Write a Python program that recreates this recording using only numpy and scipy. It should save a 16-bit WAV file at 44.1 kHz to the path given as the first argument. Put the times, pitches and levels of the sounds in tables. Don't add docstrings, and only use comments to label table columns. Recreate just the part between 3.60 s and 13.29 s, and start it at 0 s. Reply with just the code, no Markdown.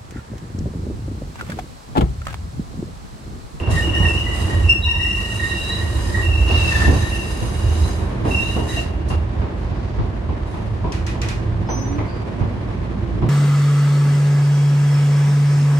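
import sys
import numpy as np
from scipy import signal
from scipy.fft import rfft, irfft, next_fast_len
from scipy.io import wavfile
from scipy.ndimage import uniform_filter1d, minimum_filter1d

SR = 44100
rng = np.random.default_rng(int(sys.argv[2]) if len(sys.argv) > 2 else 0)


def to_wav(sig):
    pcm = np.clip(np.atleast_2d(sig), -1, 1) * 32767
    pcm = np.round(pcm).astype(np.int16)
    wavfile.write(sys.argv[1], SR, pcm.T)


N = 427321
TIME = np.arange(N) / SR


def from_db(db):
    return 10 ** (np.asarray(db) / 20)


def unit_rms(x):
    return x / np.sqrt(np.mean(x ** 2) + 1e-20)


def in_time(curve):
    return np.interp(TIME, *np.transpose(curve))


def gate(curve):
    return np.clip(1 + np.minimum(TIME - curve[0][0], curve[-1][0] - TIME) * 20, 0, 1)


def at_hz(curve, hz):
    points_hz, values = np.transpose(curve)
    return np.interp(np.log(hz), np.log(points_hz), values)


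def swell(start_s, length_s):
    progress = (TIME - start_s) / length_s
    return np.maximum(4 * progress * (1 - progress), 0)


def drift(rate_hz):
    hop = 20
    pole = np.exp(-2 * np.pi * hop * rate_hz / SR)
    noise = rng.standard_normal(N // hop + 2002)
    slow = signal.lfilter([1], [1, -2 * pole, pole * pole], noise)[2000:]
    return np.interp(np.arange(N) / hop, np.arange(len(slow)), unit_rms(slow))


def steadied(x, span_s):
    power = uniform_filter1d(np.mean(x ** 2, axis=0), max(int(span_s * SR), 2))
    return x / np.sqrt(power + 1e-9)


def resonance(x, hz, width_hz):
    r = np.exp(-np.pi * width_hz / SR)
    feedback = [1, -2 * r * np.cos(2 * np.pi * hz / SR), r * r]
    return signal.lfilter(np.array([1, 0, -1]) * (1 - r * r) / 2, feedback, x)


def add(out, start_s, sound):
    start = max(round(start_s * SR), 0)
    out[:, start:start + sound.shape[1]] += sound[:, :max(N - start, 0)]


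def cabin(x, direct, t60_s=0.42):
    t = TIME[:SR // 2]
    response = rng.standard_normal((2, 2, len(t))) * from_db(-60 * t / t60_s)
    response /= np.sqrt(np.sum(response ** 2, axis=2, keepdims=True))
    here, there = signal.fftconvolve(x[None, None], response, axes=2)[:, :, :N]
    sway = np.pi * TIME / 2
    return (direct * x + np.cos(sway) * here + np.sin(sway) * there) / np.sqrt(1 + direct ** 2)


# frequency in Hz, left-right correlation (clipped to 1 in use).
CORRELATION = [(30, 3), (55, 1), (105, 2), (130, 0.32), (250, 0.96), (500, 0.14), (1000, 0.08),
               (2000, -0.14), (4000, 0.03), (12000, 0.12)]
# frequency in Hz, left minus right in dB.
BALANCE_DB = [(30, -3.5), (80, -3), (250, -2), (500, 1), (1000, -0.8), (4000, -0.8), (7000, 1), (9500, -7),
              (12500, 1)]


def cabin_noise(spectrum, size=N):
    fft_size = next_fast_len(size)
    hz = np.fft.rfftfreq(fft_size, 1 / SR) + 1
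    octaves_outside = np.maximum(np.log2(np.maximum(spectrum[0][0] / hz, hz / spectrum[-1][0])), 0)
    colour = from_db(at_hz(spectrum, hz) - 48 * octaves_outside)
    alike = np.clip(at_hz(CORRELATION, hz), -1, 1)
    sides = np.array([[1], [-1]])
    balance = from_db(sides * at_hz(BALANCE_DB, hz) / 2)
    mid, side = rfft(rng.standard_normal((2, fft_size)))
    stereo = np.sqrt(1 + alike) * mid + np.sqrt(1 - alike) * side * sides
    return unit_rms(irfft(stereo * colour * balance, fft_size)[:, :size])


def blow(spectrum, rise_s, t60_s):
    t = TIME[:SR // 2]
    return cabin_noise(spectrum, size=len(t)) * (1 - np.exp(-t / rise_s)) * from_db(-60 * t / t60_s)


# time in seconds, level in dB.
SHAKING_DB = [(0, -20.5), (.4, -19), (.62, -23), (1.35, -21.5), (1.85, -27.5), (2.1, -27), (2.35, -21),
              (2.94, -14.5), (3.15, -22), (3.4, -20.5), (3.7, -25), (4.45, -20), (4.55, -27.5), (4.8, -21),
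              (5.55, -23.5), (7.4, -26), (7.6, -24.5), (7.92, -23.5), (8.7, -29), (9.69, -24)]
# start in seconds, length in seconds, level in dB.
ROUGH_PATCHES = [(0.376, 0.13, -14), (0.917, 0.21, -12.5), (3.227, 0.13, -10.5), (4.018, 0.14, -13.5),
                 (4.152, 0.15, -11.5), (4.659, 0.077, -18), (5.527, 0.088, -19), (8.799, 0.061, -24)]
# frequency in Hz, relative density in dB.
BODY_SPECTRUM = [(24, -37), (33, -12.5), (42, -4), (52, 9.5), (62, 8), (72, -0.5), (90, 2), (108, 2.5),
                 (135, -10), (170, -38)]


def body_rumble(knee_db, mode_hz, mode_width_hz, throb_db):
    shaking = from_db(in_time(SHAKING_DB) + throb_db * drift(12))
    booms = sum(from_db(db) * swell(start_s, length_s) for start_s, length_s, db in ROUGH_PATCHES)
    strength = np.hypot(shaking, booms)
    mode_share = 1 / (1 + (from_db(knee_db) / strength) ** 2)
    broad = steadied(cabin_noise(BODY_SPECTRUM), span_s=0.098)
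    mode = steadied(resonance(cabin_noise(BODY_SPECTRUM), mode_hz, mode_width_hz), span_s=0.0243)
    return (np.sqrt(1 - mode_share) * broad + np.sqrt(mode_share) * mode) * strength


# time in seconds, level in dB.
GEAR_DRONE_DB = [(0, -65), (4.5, -42), (6.5, -36), (8.0, -42.5), (8.5, -41), (9.2, -31), (9.69, -29.5)]
FLOOR_HUM_DB = [(0, -36), (6.2, -35.5), (7.6, -32), (7.95, -20), (8.25, -27), (9.69, -34.5)]


def drone(curve_db, hz, width_hz):
    drive = cabin_noise([(0.46 * hz, 0), (1.88 * hz, 0)])
    return steadied(resonance(drive, hz, width_hz), span_s=0.32) * from_db(in_time(curve_db))


# time in seconds, relative level in dB.
ROAR_DB = [(0, -27), (.42, -24.5), (.62, -28.5), (.95, -25), (1.25, -32.5), (1.7, -31.5), (2.3, -28),
           (2.75, -28), (3.28, -23.5), (3.6, -28.5), (4.45, -26), (4.75, -25), (5.0, -28.5), (5.7, -29),
           (6.85, -30), (7.0, -29), (7.17, -30), (7.7, -28), (8.02, -29), (8.3, -27.5), (8.95, -27.5),
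           (9.4, -29), (9.69, -28)]
# frequency in Hz, relative density in dB.
ROAR_SPECTRUM = [(120, -2.5), (165, -7.5), (200, -7.5), (260, -13.5), (330, -9), (490, -15.5), (600, -15),
                 (780, -18.5), (1070, -19.5), (1350, -26), (1750, -26), (2200, -30), (4250, -40.5),
                 (7000, -50), (10000, -57), (13000, -68)]
# frequency in Hz, width in Hz, gain in dB.
PANEL_MODES = [(194.4, 13.4, -1), (334, 32, -1), (452, 9.3, -14), (590, 38, -13.5), (954, 90, -10.5)]


def rolling_roar(gain_db, flutter_db, panel_swell_db):
    roar = cabin_noise(ROAR_SPECTRUM) * from_db(flutter_db * drift(39))
    drive = cabin_noise(ROAR_SPECTRUM)
    panels = sum(resonance(drive, hz, width_hz) * from_db(db + panel_swell_db * drift(1.27))
                 for hz, width_hz, db in PANEL_MODES)
    return (roar + panels) * from_db(in_time(ROAR_DB) + gain_db)


# start in seconds, length in seconds, starting pitch in Hz, slide in Hz/s, relative level in dB.
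MOAN_GLIDES = [(8.115, 0.38, 242.4, 200.5, -30.5), (8.7, 0.19, 253, -100, -30.5)]


def moan(gain_db):
    tone = np.zeros(N)
    for start_s, length_s, hz, slide_hz_per_s, db in MOAN_GLIDES:
        phase = 2 * np.pi * np.cumsum(hz + slide_hz_per_s * (TIME - start_s)) / SR
        tone += from_db(db + gain_db) * swell(start_s, length_s) * np.sin(phase)
    return cabin(tone, direct=1.7)


# start in seconds, relative level in dB.
FITTING_CLICKS = [(7.321, -32.5), (7.465, -31.5), (7.616, -29), (7.686, -30)]
# frequency in Hz, relative density in dB.
SNAP_SPECTRUM = [(1800, 0), (6500, 2.5), (9000, -9), (13000, -19)]
TAIL_SPECTRUM = [(900, 6), (2000, 4.5), (2600, 0), (4200, -1), (6300, -4.5), (9000, -13.5), (12000, -22),
                 (14500, -37)]
# frequency in Hz, width in Hz.
FITTING_MODES = [(1960, 41), (2480, 220), (2830, 43)]


def fitting_clicks(snap_db, ring_db):
    out = np.zeros((2, N))
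    for start_s, db in FITTING_CLICKS:
        add(out, start_s, from_db(db + snap_db) * blow(SNAP_SPECTRUM, rise_s=0.00036, t60_s=0.042))
        add(out, start_s, from_db(db) * blow(TAIL_SPECTRUM, rise_s=0.0066, t60_s=0.4))
    ring = sum(resonance(out + 1e-18, hz, width_hz) for hz, width_hz in FITTING_MODES)
    return out + from_db(ring_db) * ring


# start in seconds, then relative knock, thud and clank levels in dB.
JOINT_HITS = [(0.07, -22, -14, -39.5), (0.126, -38, -14.5, -51), (0.401, -24, -13, -40),
              (0.438, -45, -22, -41), (2.573, -32, -35, -42), (2.894, -19, -25, -37.5),
              (3.208, -24, -33, -39), (3.271, -12.5, -10, -42), (3.325, -28, -24, -50),
              (3.819, -27, -15.5, -46), (4.649, -15.5, -25.5, -36.5), (4.96, -16.5, -33, -38),
              (5.011, -35, -38, -49), (5.5, -25, -21, -37.5), (5.815, -26.5, -25, -41),
              (6.11, -29.5, -22, -45), (6.385, -22.5, -13.5, -41.5), (6.688, -24.5, -20.5, -43),
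              (6.94, -31, -25, -43.5), (7.244, -21, -18, -41.5), (7.55, -30, -24, -44),
              (8.087, -21.5, -20, -35.5), (8.381, -24, -20, -38.5), (8.81, -24.5, -12, -45.5),
              (9.622, -20.5, -11.5, -40.5)]
# frequency in Hz, relative density in dB.
THUD_SPECTRUM = [(40, -20), (70, -9), (120, 0.5), (160, -7), (260, -50)]
KNOCK_SPECTRUM = [(130, -40), (200, 1), (320, 0.5), (600, -6.5), (1000, -10.5)]
CLANK_SPECTRUM = [(400, -6), (700, 2), (1050, 3), (1450, -9.5), (2500, -13.5), (5000, -26)]


def rail_joints(thud_db, knock_db, clank_db):
    out = np.zeros((2, N))
    for start_s, knock, thud, clank in JOINT_HITS:
        add(out, start_s, from_db(thud + thud_db) * blow(THUD_SPECTRUM, rise_s=0.0033, t60_s=0.25))
        add(out, start_s, from_db(knock + knock_db) * blow(KNOCK_SPECTRUM, rise_s=0.0067, t60_s=0.4))
        add(out, start_s, from_db(clank + clank_db) * blow(CLANK_SPECTRUM, rise_s=0.001, t60_s=0.45))
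    return out


# start in seconds, pitch in Hz, relative level in dB.
BOGIE_HITS = [(5.172, 682, -20.5), (7.243, 980, -22), (7.273, 1050, -32), (8.088, 899, -33)]


def bogie_clacks(t60_s, direct):
    out, t = np.zeros((1, N)), TIME[:SR // 2]
    for start_s, hz, db in BOGIE_HITS:
        add(out, start_s, from_db(db - 60 * t / t60_s) * np.sin(2 * np.pi * hz * t)[None])
    return cabin(out[0], direct)


# frequency in Hz, relative density in dB.
HISS_SPECTRUM = [(2500, -10), (4500, -3), (6500, 3), (8000, -1.5), (10000, 0.5), (11500, -6.5),
                 (12800, -19), (14000, -36)]
# start in seconds, level in dB.
FLANGE_HITS = [(0.107, -42), (4.6493, -51), (5.485, -41.5)]


def flange_ticks(rise_s, t60_s):
    out = np.zeros((2, N))
    for start_s, db in FLANGE_HITS:
        add(out, start_s, from_db(db) * blow(HISS_SPECTRUM, rise_s, t60_s))
    return out


def slip_db(start_s, hold_s, db, fade_db_per_s, growth_db_per_s=475):
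    build_up_db = growth_db_per_s * np.maximum(start_s - TIME, 0)
    ring_down_db = fade_db_per_s * np.maximum(TIME - start_s - hold_s, 0)
    return db - build_up_db - ring_down_db


# time in seconds, relative level in dB.
PRESSURE_DB = [(0.08, -67), (0.11, -42), (0.22, -44), (0.31, -53), (0.53, -45.5), (0.69, -50.5),
               (0.81, -43), (1.2, -55.5), (1.8, -44.5), (2.3, -46.5), (2.49, -44), (2.79, -51),
               (3.12, -39.5), (3.4, -43.5), (4.05, -47.5), (4.28, -44), (4.64, -67.5)]
# start in seconds, hold in seconds, relative level in dB, fade in dB/s.
FLANGE_TOUCHES = [(0, 0.0038, -55, 179), (4.686, 0.27, -46, 78), (5.088, 0.099, -45.5, 153),
                  (5.985, 0.015, -67, 150), (6.874, 0.08, -62.5, 43)]
# start in seconds, length in seconds, relative level in dB.
FLANGE_BITES = [(2.87, .17, -32.5), (2.999, 0.39, -34.5), (5.126, 0.19, -41), (5.477, 0.093, -37),
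                (5.96, 0.57, -46), (6.82, 0.5, -58)]
# frequency in Hz, relative density in dB.
SCRAPE_SPECTRUM = [(900, 6.5), (1700, 2.5), (2600, 0.5), (3400, -1.5), (4600, 0), (7000, -11.5)]
# frequency in Hz, width in Hz, relative levels in dB early and late in the bend.
WHEEL_MODES = [(1094, 150, 9, -3), (1830, 46, 10, 6), (2850, 120, 8, 6), (3857, 80, 7.5, 7),
               (4960, 87, 2, 2.5), (6250, 130, 1, 5), (7460, 97, 5.5, -2), (8630, 180, 3, 0),
               (9850, 120, -14, 1), (11060, 230, -16, -18)]
# time in seconds, share of the late mode levels from 0 to 1.
LATE_SHARE = [(2.55, 0), (3.4, 1), (4.4, 0.96), (4.7, 0.77)]


def flange_grind(ring_db, hiss_db, scrape_db, bite_db, grain_db, wander_db):
    pressure = from_db(in_time(PRESSURE_DB)) * gate(PRESSURE_DB)
    pressure += sum(from_db(slip_db(*touch)) for touch in FLANGE_TOUCHES)
    late_share = in_time(LATE_SHARE)
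    friction = cabin_noise([(500, 0), (14000, 0)])
    ring = np.zeros((2, N))
    for hz, width_hz, early_db, late_db in WHEEL_MODES:
        mode_db = early_db + late_share * (late_db - early_db) + wander_db * drift(5.7)
        ring += steadied(resonance(friction, hz, width_hz), span_s=0.06) * from_db(mode_db)
    sizzle = (from_db(ring_db) * ring + from_db(hiss_db) * cabin_noise(HISS_SPECTRUM)) * pressure
    bites = sum(from_db(db + bite_db) * np.sqrt(swell(start_s, length_s))
                for start_s, length_s, db in FLANGE_BITES)
    scrape = cabin_noise(SCRAPE_SPECTRUM) * (bites + from_db(scrape_db) * pressure)
    return (sizzle + scrape) * from_db(grain_db * drift(53))


# start in seconds, length in seconds, pitch in Hz, waver in Hz, relative level in dB.
BRIEF_SQUEALS = [(1.219, 0.039, 3790, 48, -30.5), (1.22, 0.23, 980, 48, -44), (1.252, 0.24, 3820, 73, -46),
                 (1.72, 0.44, 3844, 76, -45), (1.998, 0.21, 3894, 55, -35), (2.901, 0.16, 3820, 127, -39),
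                 (4.228, 0.041, 4010, 43, -46.5), (4.793, 0.13, 3850, 90, -41.5),
                 (5.046, 0.15, 1880, 66, -42), (5.085, 0.031, 3785, 55, -34.5), (8.06, 0.15, 5170, 18, -49),
                 (8.373, 0.053, 2010, 170, -43), (8.44, 0.18, 4660, 156, -56)]


def brief_squeals(gain_db, octave_db, rasp_db):
    out, waver = np.zeros(N), drift(101)
    for start_s, length_s, hz, waver_hz, db in BRIEF_SQUEALS:
        strength = from_db(db + gain_db) * swell(start_s, length_s)
        active = strength > 0
        phase = 2 * np.pi * np.cumsum(hz + waver_hz * waver[active]) / SR
        out[active] += strength[active] * (np.sin(phase) + from_db(octave_db) * np.sin(2 * phase))
    return cabin(out * from_db(rasp_db * drift(63)), direct=0.62)


# start in seconds, length in seconds, relative level in dB.
HIGH_MODE_SLIPS = [(8.087, 0.081, -28.5), (8.15, 0.11, -33.5), (8.31, 0.046, -43)]


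def high_squeal(hz, waver_hz, pulse_db, octave_db, direct):
    strength = sum(from_db(db) * swell(start_s, length_s) for start_s, length_s, db in HIGH_MODE_SLIPS)
    strength *= from_db(pulse_db * drift(26))
    phase = 2 * np.pi * np.cumsum(hz + waver_hz * drift(40)) / SR
    return cabin(strength * (np.sin(phase) + from_db(octave_db) * np.sin(2 * phase)), direct)


def leading_slip(slips, relax_hz_per_db=2.5):
    levels_db = np.array([slip_db(start_s, hold_s, db, fade) for start_s, hold_s, _, db, fade in slips])
    level_db = np.maximum(levels_db.max(axis=0), -120)
    _, _, held_hz, held_db, _ = np.array(slips)[levels_db.argmax(axis=0)].T
    return held_hz + relax_hz_per_db * np.minimum(held_db - level_db, 20), level_db


# start in seconds, hold in seconds, pitch in Hz, relative level in dB, fade in dB/s.
LOW_MODE_SLIPS = [(.174, 0.013, 1856, -24.5, 258), (.35, 0.027, 1820, -34.5, 202),
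                  (.435, 0.02, 1870, -29, 132.5), (.65, 0.09, 1976, -37.5, 86), (.9, 0.04, 1840, -35, 72.5),
                  (1.28, 0.047, 1830, -40, 80), (1.36, 0.089, 1913, -35.5, 68), (1.58, 0.16, 1874, -39, 65),
                  (1.823, 0.02, 1855, -25, 200), (1.915, 0.01, 1866, -29.5, 189),
                  (2.1, 0.15, 1880, -38.5, 82), (2.545, 0.053, 1857, -28.5, 121),
                  (3.128, 0.03, 1788, -25.5, 66.5), (3.212, 0.044, 1800, -25, 144),
                  (3.43, 0.03, 1816, -34, 55.5)]
MAIN_MODE_SLIPS = [(0, 0.18, 2787, -39, 57.5), (.225, 0.071, 2830, -30, 73), (.35, 0.097, 2867, -25.5, 98),
                   (.455, 0.032, 2760, -24, 126), (.54, 0.042, 2820, -28, 39.5),
                   (1.052, 0.012, 2795, -30, 100), (1.098, 0.022, 2718, -15.5, 330),
                   (1.143, 0.0085, 2737, -23.5, 152.5), (1.26, 0.054, 2780, -23.5, 68),
                   (1.41, 0.054, 2760, -23.5, 38.5), (1.9, 0.12, 2788, -32.5, 47.5),
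                   (2.645, 0.16, 2746, -29.5, 79), (2.89, 0.11, 2740, -25, 44.5),
                   (3.04, 0.037, 2687, -26.5, 50), (3.52, 0.073, 2738, -34, 65),
                   (3.95, 0.082, 2810, -47, 51), (4.713, 0.018, 2725, -28.5, 150),
                   (4.75, 0.052, 2729, -25, 103), (4.865, 0.041, 2812, -32, 83),
                   (5.125, 0.028, 2795, -40.5, 63), (5.175, 0.014, 2760, -27.5, 263),
                   (5.505, 0.025, 2780, -41.5, 195)]


def wheel_squeal(slips, gain_db, jitter_hz, jitter_rate_hz, rasp_db, overtone_db, pan_db, split_hz):
    pitch_hz, level_db = leading_slip(slips)
    from_peak_db = level_db - level_db.max()
    looseness = 1 - 0.41 * from_db(from_peak_db)
    hardness = from_db(overtone_db + 0.32 * from_peak_db)
    phase = 2 * np.pi * np.cumsum(pitch_hz + jitter_hz * looseness * drift(jitter_rate_hz)) / SR
    overtones = sum(from_db(db) * np.sin(k * phase) for k, db in [(2, 0), (3, -11.5), (4, -15.5)])
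    beat = np.cos(np.pi * np.cumsum(split_hz * (1 + 0.296 * drift(9.07))) / SR)
    envelope = from_db(level_db + gain_db + drift(18.0))
    rasp = from_db(rasp_db * drift(47.0))
    tone = cabin((np.sin(phase) + hardness * overtones) * beat * envelope * rasp, direct=0.41)
    pan = from_db(np.array([[pan_db], [-pan_db]]) / 2)
    return steadied(tone, span_s=0.059) * envelope * pan


def scene():
    car = body_rumble(knee_db=-21.5, mode_hz=78.57, mode_width_hz=5.1, throb_db=2.0)
    car += drone(GEAR_DRONE_DB, hz=182, width_hz=62)
    car += drone(FLOOR_HUM_DB, hz=106.7, width_hz=8.2)
    car += rolling_roar(gain_db=-1.15, flutter_db=1, panel_swell_db=3.5)
    wheels = flange_grind(ring_db=-7.5, hiss_db=0.5, scrape_db=4.0, bite_db=-4.5,
                          grain_db=1, wander_db=2.2)
    wheels += wheel_squeal(LOW_MODE_SLIPS, gain_db=4.0, jitter_hz=34.4, jitter_rate_hz=74.2,
                           rasp_db=4.0, overtone_db=-20.5, pan_db=-3, split_hz=28)
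    wheels += wheel_squeal(MAIN_MODE_SLIPS, gain_db=3, jitter_hz=40.96, jitter_rate_hz=69.2,
                           rasp_db=2.5, overtone_db=-20, pan_db=0.5, split_hz=44)
    wheels += high_squeal(hz=6000, waver_hz=9, pulse_db=2, octave_db=-30, direct=0.9)
    impacts = rail_joints(thud_db=2.0, knock_db=-1, clank_db=9.5)
    impacts += bogie_clacks(t60_s=0.086, direct=0.93)
    impacts += flange_ticks(rise_s=0.001, t60_s=0.32)
    impacts += fitting_clicks(snap_db=3.0, ring_db=4)
    wheels += brief_squeals(gain_db=7.5, octave_db=-33, rasp_db=3.5)
    return car + wheels + impacts + moan(gain_db=6.5)


def record(dry):
    ceiling, cutoff_hz = 0.9, 14000
    allowed = np.minimum(1, ceiling / (np.abs(dry).max(axis=0) + 1e-9))
    gain = uniform_filter1d(minimum_filter1d(allowed, size=600), size=600)
    low_pass = signal.ellip(10, .2, 80, cutoff_hz, fs=SR, output="sos")
    return signal.sosfilt(low_pass, dry * gain)


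dry = scene()
out = record(dry)
to_wav(out)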